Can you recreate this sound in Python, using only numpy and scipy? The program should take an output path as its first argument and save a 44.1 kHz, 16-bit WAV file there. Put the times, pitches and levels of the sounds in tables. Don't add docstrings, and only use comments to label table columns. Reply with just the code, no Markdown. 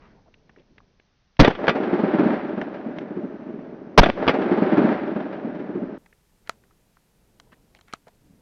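import sys
import numpy as np
from scipy.fft import rfft, irfft, next_fast_len
from scipy.io import wavfile
from scipy.ndimage import map_coordinates

SR = 44100
rng = np.random.default_rng(int(sys.argv[2]) if len(sys.argv) > 2 else 0)


def digitize_waveform(pressure):
    field = np.atleast_2d(pressure).T
    bounded = np.clip(field, -1, 1)
    quanta = np.round(bounded * 32767).astype(np.int16)
    wavfile.write(sys.argv[1], SR, quanta)


N = 370881
TIME = np.arange(N) / SR
BRIEF = TIME[:SR // 3]
CUT_S = 5.981
NARROW_HZ, TOP_HZ = 6184, 16000
NEAREST_TREES_S, FOREST_EDGE_S = 0.2, 0.91
TREE_LINE_S = 0.02
SHADE_S = 0.15

# t/s, effort/dB
ARM_EFFORT = [
    [(0.0, -55.5), (0.118, -55.5), (0.288, -63), (0.52, -60.5), (0.676, -65), (0.814, -60.5),
     (0.988, -70.5), (1.3, -83)],
    [(6.02, -60.5), (6.14, -68), (6.39, -68), (6.49, -61), (6.99, -69.5), (7.51, -60), (8.01, -67.5),
     (8.41, -63)],
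]
# f/Hz, level/dB
BRUSH_SPECTRUM = [(12, -33.5), (20, 4.5), (92, -5.5), (188, -2), (351, -9), (434, -7), (471, -10),
                  (1000, -19.5), (1300, -50), (2200, -120)]
# f/Hz, level/dB
SWISH_SPECTRUM = [(400, -3.5), (800, 1), (1800, 2.5), (3000, -12), (6000, -18)]
# t/s, level/dB, centre f/Hz, length/s
FABRIC_SCUFFS = [(0, -59, 1000, 0.099), (0, -65, 2220, 0.1), (0.141, -61, 790, 0.076),
                 (0.257, -55, 630, 0.042), (0.56, -53, 420, 0.069), (.68, -60, 220, 0.071),
                 (0.565, -66.5, 2300, 0.065), (6.452, -58.5, 1800, 0.034), (6.493, -71, 1600, 0.043),
                 (7.514, -57, 1880, 0.034), (7.746, -58, 643, 0.039), (7.75, -61, 2990, 0.03),
                 (7.869, -61, 1800, 0.061), (7.94, -55, 2400, 0.023), (8.064, -57.5, 1690, 0.026),
                 (8.197, -56, 196, 0.23)]
# f/Hz, level/dB
HISS_SPECTRUM = [(12, -28), (20, 5.5), (182, -5), (337, -16.5), (1480, -18), (1860, -19), (3340, -22),
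                 (13500, -25), (16000, -34.5)]
# t/s, relative level/dB, ring f/Hz, tick re ring/dB, stock knock re ring/dB,
# firmness (share of clean ring, 0-1)
HANDLING_CLICKS = [(0.341, -37, 2280, -19, -12, 0.07), (.494, -35.5, 1800, -21, -4, 0.16),
                   (0.562, -40.5, 1900, -22, -8, 0.1), (0.781, -30, 2080, -12, -6, 0.26),
                   (.803, -37, 1110, -24, -23, 0.55), (.998, -39.5, 2310, -14, -6, 0.2),
                   (1.368, -33, 2580, -20, -11, 0.3), (2.6144, -12.5, 1760, -30, -1, 0.34),
                   (2.985, -15, 2160, -32, -3.5, 0.23), (6.0605, -36, 1760, -5, -23, 0.2),
                   (6.127, -37, 1780, -23, -10, 0.4), (6.474, -37, 1600, 1, -22, 0.03),
                   (6.4946, -5.5, 1300, -4.5, -47, 0.63), (6.637, -41.5, 1678, -14, -20, 0.3),
                   (6.709, -50.5, 1260, -14, -14, 0.05), (6.969, -42, 1307, -16, -20.5, 0.3),
                   (7.3995, -40, 1050, 12.5, -20.5, 0.6), (7.472, -47, 890, -17, 0, 0.56),
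                   (7.526, -49, 996, -4, 8, 0.44), (7.749, -36, 2340, 0.5, -12, 0.32),
                   (7.788, -42, 1600, -3, -18.5, 0), (7.811, -38, 2990, 1, -16, 0.2),
                   (7.882, -42, 1730, -2, -24, 0), (7.9273, -26, 2290, -5, -29, 0.38),
                   (7.9358, -11, 1290, -3, -12.5, 0.57), (8.069, -41.5, 900, -17, 3.5, 0),
                   (8.0817, -39, 700, 0, -7, 0.37)]
# f/Hz, average level/dB, t60/s
FITTING_TONES = [(674, -14, 0.051), (2230, -3.5, 0.0054), (3240, -0.5, 0.0088), (4070, 1.5, 0.0081),
                 (6900, -9.5, 0.008), (9046, -14, 0.01)]
# f/Hz, level/dB
TICK_SPECTRUM = [(250, -11), (650, 7), (1300, 12), (2200, 2), (4200, -2.5), (5300, -3), (7500, -5),
                 (9200, -20), (11000, -35), (15000, -42)]
# f/Hz, level/dB
THUD_SPECTRUM = [(30, -26.5), (80, -18.5), (160, 6.5), (450, 4), (800, 0.5), (1500, -18), (4000, -39)]
# t/s, crack level/dB, crack length/s, relative boom level/dB, relative pressure swing/dB,
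# rise/s, echo level/dB
GUNSHOTS = [(1.39, 3, 0.026, 15.5, 1.5, 0.0083, -1.5), (3.975, 13.5, 0.022, 14.5, 5.5, 0.0045, 0)]
# f/Hz, level/dB
CRACK_SPECTRUM = [(60, -1), (300, 3), (800, 3.5), (2000, -7.5), (5000, -22.5), (8000, -31.5)]
# f/Hz, level/dB
BOOM_SPECTRUM = [(20, -10), (50, -4), (85, -22), (150, 0.5), (300, -4), (600, -22.5), (2000, -47)]
# f/Hz, level/dB
NEARBY_SPECTRUM = [(35, -2), (110, 1), (200, -3.5), (500, -10), (1300, -11.5), (3200, -15), (6000, -34)]
# f/Hz, level/dB
ROLL_SPECTRUM = [(35, -72), (60, -36), (108, -22.5), (184, -5), (252, -0.5), (359, 1.5), (511, -7.5),
                 (603, 1), (678, -7), (800, -26), (1000, -24), (1300, -57.5), (2200, -120)]
# f/Hz, level/dB
SCATTER_SPECTRUM = [(400, -14.5), (750, 11), (1000, 4.5), (1250, 3.5), (1600, 3.5), (2200, -4.5),
                    (3200, -13), (4500, -21.5), (6000, -32), (7500, -53.5)]
# t/s, level/dB, thud re level/dB, t60/s
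BOLT_IMPACTS = [(1.43, -18, 1.5, 0.24), (1.4462, -7.5, -3, 0.045), (1.4746, -21.5, 14.5, 0.04),
                (1.4799, -16.5, 14, .022), (1.5027, -24, 9, 0.021), (1.507, -25, 3.5, 0.056),
                (1.551, -27, -4, 0.039), (1.6694, -16, -8, 0.012), (1.6797, -9.5, -3.5, 0.056),
                (1.6923, -12, -1.5, 0.059), (4.016, -21, 1, 0.097), (4.032, -12, -0.5, 0.08),
                (4.0593, -16, 6.5, 0.023), (4.0642, -22.5, 9.5, 0.051), (4.087, -25.5, 6, 0.052),
                (4.092, -27.5, 11, 0.054), (4.0997, -9.5, -4.5, 0.006), (4.268, -20.5, 11.5, 0.0096),
                (4.278, -10, -5, 0.024), (4.2819, -4.5, -18, 0.02), (4.292, -13, -0.5, 0.077)]
# f/Hz, average level/dB, longest t60/s
RECEIVER_TONES = [(850, -13.5, .3), (1180, -5.5, 0.45), (1420, -6.5, .16), (1615, -11.5, .25),
                  (1950, -8, .14), (2340, -14, .25), (2520, -13, 0.17), (3000, -11.5, .085),
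                  (3340, -12, 0.097), (3540, -14.5, .12), (4840, -26.5, .09), (5700, -29.5, 0.087)]
# f/Hz, level/dB
CLASH_SPECTRUM = [(180, -35), (300, 0), (604, 4), (1010, -8.5), (1320, -3.5), (1680, -3.5), (3300, -12.5),
                  (3930, -22), (4870, -26), (5890, -40), (7500, -62.5), (9750, -100.5), (16500, -120)]
# t/s, level/dB, centre f/Hz
SPRING_ZINGS = [(1.446, -24.5, 3538), (4.033, -26.5, 3477)]
# delay/s, relative low thump/dB, bright bark reflection/dB
TREE_STANDS = [(0.198, -38, -29.5), (.245, -31.5, -22), (0.288, -28.5, -25.5), (0.361, -22.5, -20.5),
               (0.409, -22, -25), (0.438, -22.5, -23), (.471, -23.5, -38.5), (0.537, -13, -22.5),
               (.596, -17, -22.5), (.643, -14, -24), (0.674, -19.5, -29.5), (.744, -13.5, -22.5),
               (.794, -10.5, -20.5), (.838, -14.5, -32), (.866, -12.5, -29.5), (0.912, -16.5, -28.5),
               (0.939, -21.5, -24), (1.052, -26.5, -32), (1.093, -26.5, -36), (1.138, -23.5, -37),
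               (1.183, -21.5, -29), (1.223, -34.5, -32), (1.274, -29.5, -35), (1.348, -42, -30),
               (1.469, -24, -39), (1.495, -26.5, -39), (1.568, -28, -37.5), (1.615, -28, -34),
               (1.715, -25.5, -43), (1.771, -23, -41.5), (1.796, -28, -43), (1.841, -22, -50),
               (1.945, -31.5, -49.5), (2.099, -30, -60), (2.146, -28, -52), (2.195, -30, -42.5)]
# f/Hz, level/dB
THUMP_SPECTRUM = [(60, -35), (110, -27.5), (160, -3), (210, 9), (330, 5), (420, -0.5), (510, -13.5),
                  (800, -24.5), (1600, -31), (4000, -70.5)]
# f/Hz, level/dB
BARK_SPECTRUM = [(250, -28.5), (400, 7), (510, -0.5), (610, 5.5), (680, -9.5), (780, -1), (1000, -12.5),
                 (1700, -14), (3000, -26.5), (6000, -49)]
# t/s, level/dB
BOLT_SLAMS = [(1.693, -41.5), (4.283, -37)]
# f/Hz, level/dB
CHIME_TONES = [(4210, -7), (4950, -1), (5810, -10.5)]


def amp(db):
    return 10 ** (np.asarray(db) / 20)


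def unit(x):
    return x / np.sqrt(np.mean(x ** 2) + 1e-20)


def fade(t60):
    return amp(-60 * BRIEF / t60)


def filtered(x, response):
    size = next_fast_len(len(x) + SR // 2)
    hz = np.fft.rfftfreq(size, 1 / SR)
    return irfft(rfft(x, size) * response(hz), size)[:len(x)]


def coloured(x, spectrum):
    f, db = np.transpose(spectrum)
    return unit(filtered(x, lambda hz: amp(np.interp(np.log(hz + 1), np.log(f), db))))


def noise(spectrum, size=len(BRIEF)):
    return coloured(rng.standard_normal(size), spectrum)


def resonant(pitch_hz, width):
    white = rng.standard_normal(len(BRIEF))
    return unit(filtered(white, lambda hz: 1 / (1 + ((hz - pitch_hz) / (width * pitch_hz)) ** 2)))


def add(track, s, sound):
    start = round(s * SR)
    track[start:start + len(sound)] += sound[:N - start]


def effort():
    s, db = np.transpose(np.vstack(ARM_EFFORT))
    return amp(np.interp(TIME, s, db))


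def clothes(brush_db=0, swish_db=-64, swish_grows=3.4, grain_db=3.5):
    moving = effort()
    swish = (moving / moving.max()) ** swish_grows
    out = amp(brush_db) * moving * noise(BRUSH_SPECTRUM, N)
    out += amp(swish_db) * swish * noise(SWISH_SPECTRUM, N)
    for s, db, centre_hz, length in FABRIC_SCUFFS:
        stroke = np.sin(np.pi * np.minimum(BRIEF / length, 1))
        wobble = map_coordinates(rng.standard_normal(200), [BRIEF * 250])
        grain = unit(amp(grain_db * wobble))
        add(out, s, amp(db) * stroke * grain * resonant(centre_hz, width=0.39))
    return out


def hiss(level_db=-66.0):
    return amp(level_db) * noise(HISS_SPECTRUM, N)


def handling(click_db=-5, tone_db=4, fittings_db=-7, grit_db=-9, after_db=-35, after_t60=0.11,
             ring_cycles=45, overtone=1.5, overtone_db=-13, contact=0.0002):
    out = np.zeros(N)
    for s, db, pitch_hz, tick_db, knock_db, firm in HANDLING_CLICKS:
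        t60 = ring_cycles * max(1 - firm, .1) / pitch_hz
        phase = 2 * np.pi * pitch_hz * BRIEF
        tone = amp(tone_db) * (np.sin(phase) + amp(overtone_db) * np.sin(overtone * phase))
        body = firm * tone + (1 - firm) * resonant(pitch_hz, width=0.33)
        body += amp(knock_db) * noise(THUD_SPECTRUM)
        ring = body * fade(t60) * (1 - np.exp(-BRIEF / 0.00091))
        steel = np.zeros(len(BRIEF))
        for hz, level, life in FITTING_TONES:
            strength = amp(level + rng.normal(0, 0.99))
            steel += strength * fade(life) * np.sin(2 * np.pi * hz * BRIEF)
        tick = amp(fittings_db) * steel * (1 - np.exp(-BRIEF / contact))
        tick += amp(grit_db) * noise(TICK_SPECTRUM) * fade(t60)
        rattle = amp(after_db) * noise(TICK_SPECTRUM) * fade(after_t60)
        add(out, s, amp(db + click_db) * (ring + amp(tick_db) * tick + rattle))
    return out


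def blasts(boom_life=.025, push_life=.04, shudder_hz=178, shudder_db=-2):
    out = np.zeros(N)
    for s, crack_db, crack_life, boom_db, push_db, rise, _ in GUNSHOTS:
        crack = amp(crack_db) * noise(CRACK_SPECTRUM) * np.exp(-(BRIEF / crack_life) ** 3)
        gas = np.exp(-(BRIEF / boom_life) ** 3) * np.minimum(BRIEF / 0.058, 1)
        shudder = amp(shudder_db) * np.sqrt(2) * np.sin(2 * np.pi * shudder_hz * BRIEF)
        boom = amp(boom_db) * (1.6 * noise(BOOM_SPECTRUM) + shudder) * gas
        turn = np.pi * np.minimum(BRIEF / push_life, 1)
        push = -amp(push_db) * np.sin(2 * turn) * np.sin(turn)
        onset = 1 - np.exp(-(BRIEF / rise) ** 3)
        add(out, s, (crack + boom + push) * onset)
    return out


def echoes(cut_s=0.0034):
    out = np.zeros(N)
    answer = nearby() + forest() + stands()
    for s, *_, echo_db in GUNSHOTS:
        add(out, s, amp(echo_db) * answer)
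    return out * np.clip((CUT_S - TIME) / cut_s, 0, 1)


def nearby(level_db=-29, t60=0.68):
    decay = amp(level_db - 60 * TIME / t60)
    return decay * (1 - np.exp(-TIME / 0.023)) * noise(NEARBY_SPECTRUM, N)


def reach(swell_db_per_s, shade_db, fade_db_per_s, open_snow_db=-16):
    before = np.maximum(FOREST_EDGE_S - TIME, 0)
    behind = np.maximum(TIME - FOREST_EDGE_S, 0)
    shade = shade_db * (1 - np.exp(-behind / SHADE_S))
    loss_db = swell_db_per_s * before + shade + fade_db_per_s * behind
    in_the_open = np.clip((NEAREST_TREES_S - TIME) / TREE_LINE_S, 0, 1)
    return amp(open_snow_db * in_the_open - loss_db)


def trunks(per_second, spread_db):
    arrives = rng.random(N) < per_second / SR
    sign = rng.choice([-1, 1], N)
    strength = amp(spread_db * np.clip(rng.standard_normal(N), -2, 2))
    return unit(arrives * sign * strength)


def dulled(near, far_hz, after_s):
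    far = unit(filtered(near, lambda hz: 1 / (1 + (hz / far_hz) ** 2)))
    distance = np.clip(TIME / after_s, 0, 1)
    return (1 - distance) * near + distance * far


def forest(roll_db=-22.0, scatter_db=-28.5, lumpy_db=1.5):
    roll = reach(swell_db_per_s=10.5, shade_db=10.5, fade_db_per_s=3.0)
    scatter = reach(swell_db_per_s=10.5, shade_db=10.5, fade_db_per_s=8.5)
    lumps = map_coordinates(rng.standard_normal(1000), [TIME * 70])
    low = coloured(trunks(per_second=750, spread_db=0.5), ROLL_SPECTRUM)
    low = unit(low * amp(lumpy_db * np.tanh(lumps)))
    high = coloured(trunks(per_second=4000, spread_db=0.5), SCATTER_SPECTRUM)
    high = unit(high * amp(0.53 * lumps))
    return (amp(roll_db) * roll * dulled(low, far_hz=337, after_s=3.3)
            + amp(scatter_db) * scatter * dulled(high, far_hz=6064, after_s=0.73))


def action(ring_db=-11, ring_t60=0.22, impact_db=4, impact_t60=0.0088, attack=0.001):
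    out = np.zeros(N)
    for s, db, thud_db, t60 in BOLT_IMPACTS:
        ring = np.zeros(len(BRIEF))
        for hz, level, life in RECEIVER_TONES:
            strength = amp(level + rng.normal(0, 2))
            tone = np.sin(2 * np.pi * (hz * BRIEF + rng.random()))
            ring += strength * fade(min(life, ring_t60, 3 * t60)) * tone
        force = 1.14 * fade(t60) + amp(impact_db) * .5 * fade(impact_t60)
        clash = (noise(CLASH_SPECTRUM) + amp(thud_db) * noise(THUD_SPECTRUM)) * force
        onset = 1 - np.exp(-BRIEF / attack)
        add(out, s, amp(db) * (clash + amp(ring_db) * ring) * onset)
    return out


def spring(length=0.027, width=0.06):
    out = np.zeros(N)
    for s, db, pitch_hz in SPRING_ZINGS:
        add(out, s, amp(db) * resonant(pitch_hz, width) * np.clip(1 - BRIEF / length, 0, 1))
    return out


def stands(gain_db=1, bark_db=0, front=0.0034, depth=0.028, lowest_hz=85):
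    out = np.zeros(N)
    shape = (1 - np.exp(-(BRIEF / front) ** 2)) * np.exp(-(BRIEF / depth) ** 2)
    for s, thump_db, bright_db in TREE_STANDS:
        thump = amp(thump_db + gain_db) * unit(shape * noise(THUMP_SPECTRUM))
        slap = amp(bright_db + bark_db) * unit(shape * noise(BARK_SPECTRUM))
        add(out, s, (thump + slap) * np.sqrt(np.mean(shape ** 2)))
    return filtered(out, lambda hz: (1j * hz / (lowest_hz + 1j * hz)) ** 2)


def chime(t60=0.085):
    out = np.zeros(N)
    for s, db in BOLT_SLAMS:
        ring = sum(amp(level) * np.sin(2 * np.pi * hz * BRIEF) for hz, level in CHIME_TONES)
        add(out, s, amp(db) * ring * fade(t60))
    return out


def scene():
    around = clothes() + hiss() + echoes()
    gun = handling() + blasts() + action() + spring() + chime()
    return (around + gun)[None]


def record(dry, overload=0.65, ceiling=0.69, coupling_hz=3.3):
    x = np.clip(dry[0], -overload, overload)
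    x = filtered(x, lambda hz: 1j * hz / (coupling_hz + 1j * hz))
    narrow = filtered(x, lambda hz: 1 / np.sqrt(1 + (hz / NARROW_HZ) ** 44))
    x = np.where(TIME < CUT_S, narrow, x)
    x = np.clip(x, -ceiling, ceiling)
    return filtered(x, lambda hz: 1 / np.sqrt(1 + (hz / TOP_HZ) ** 70))[None]


dry = scene()
out = record(dry)
digitize_waveform(out)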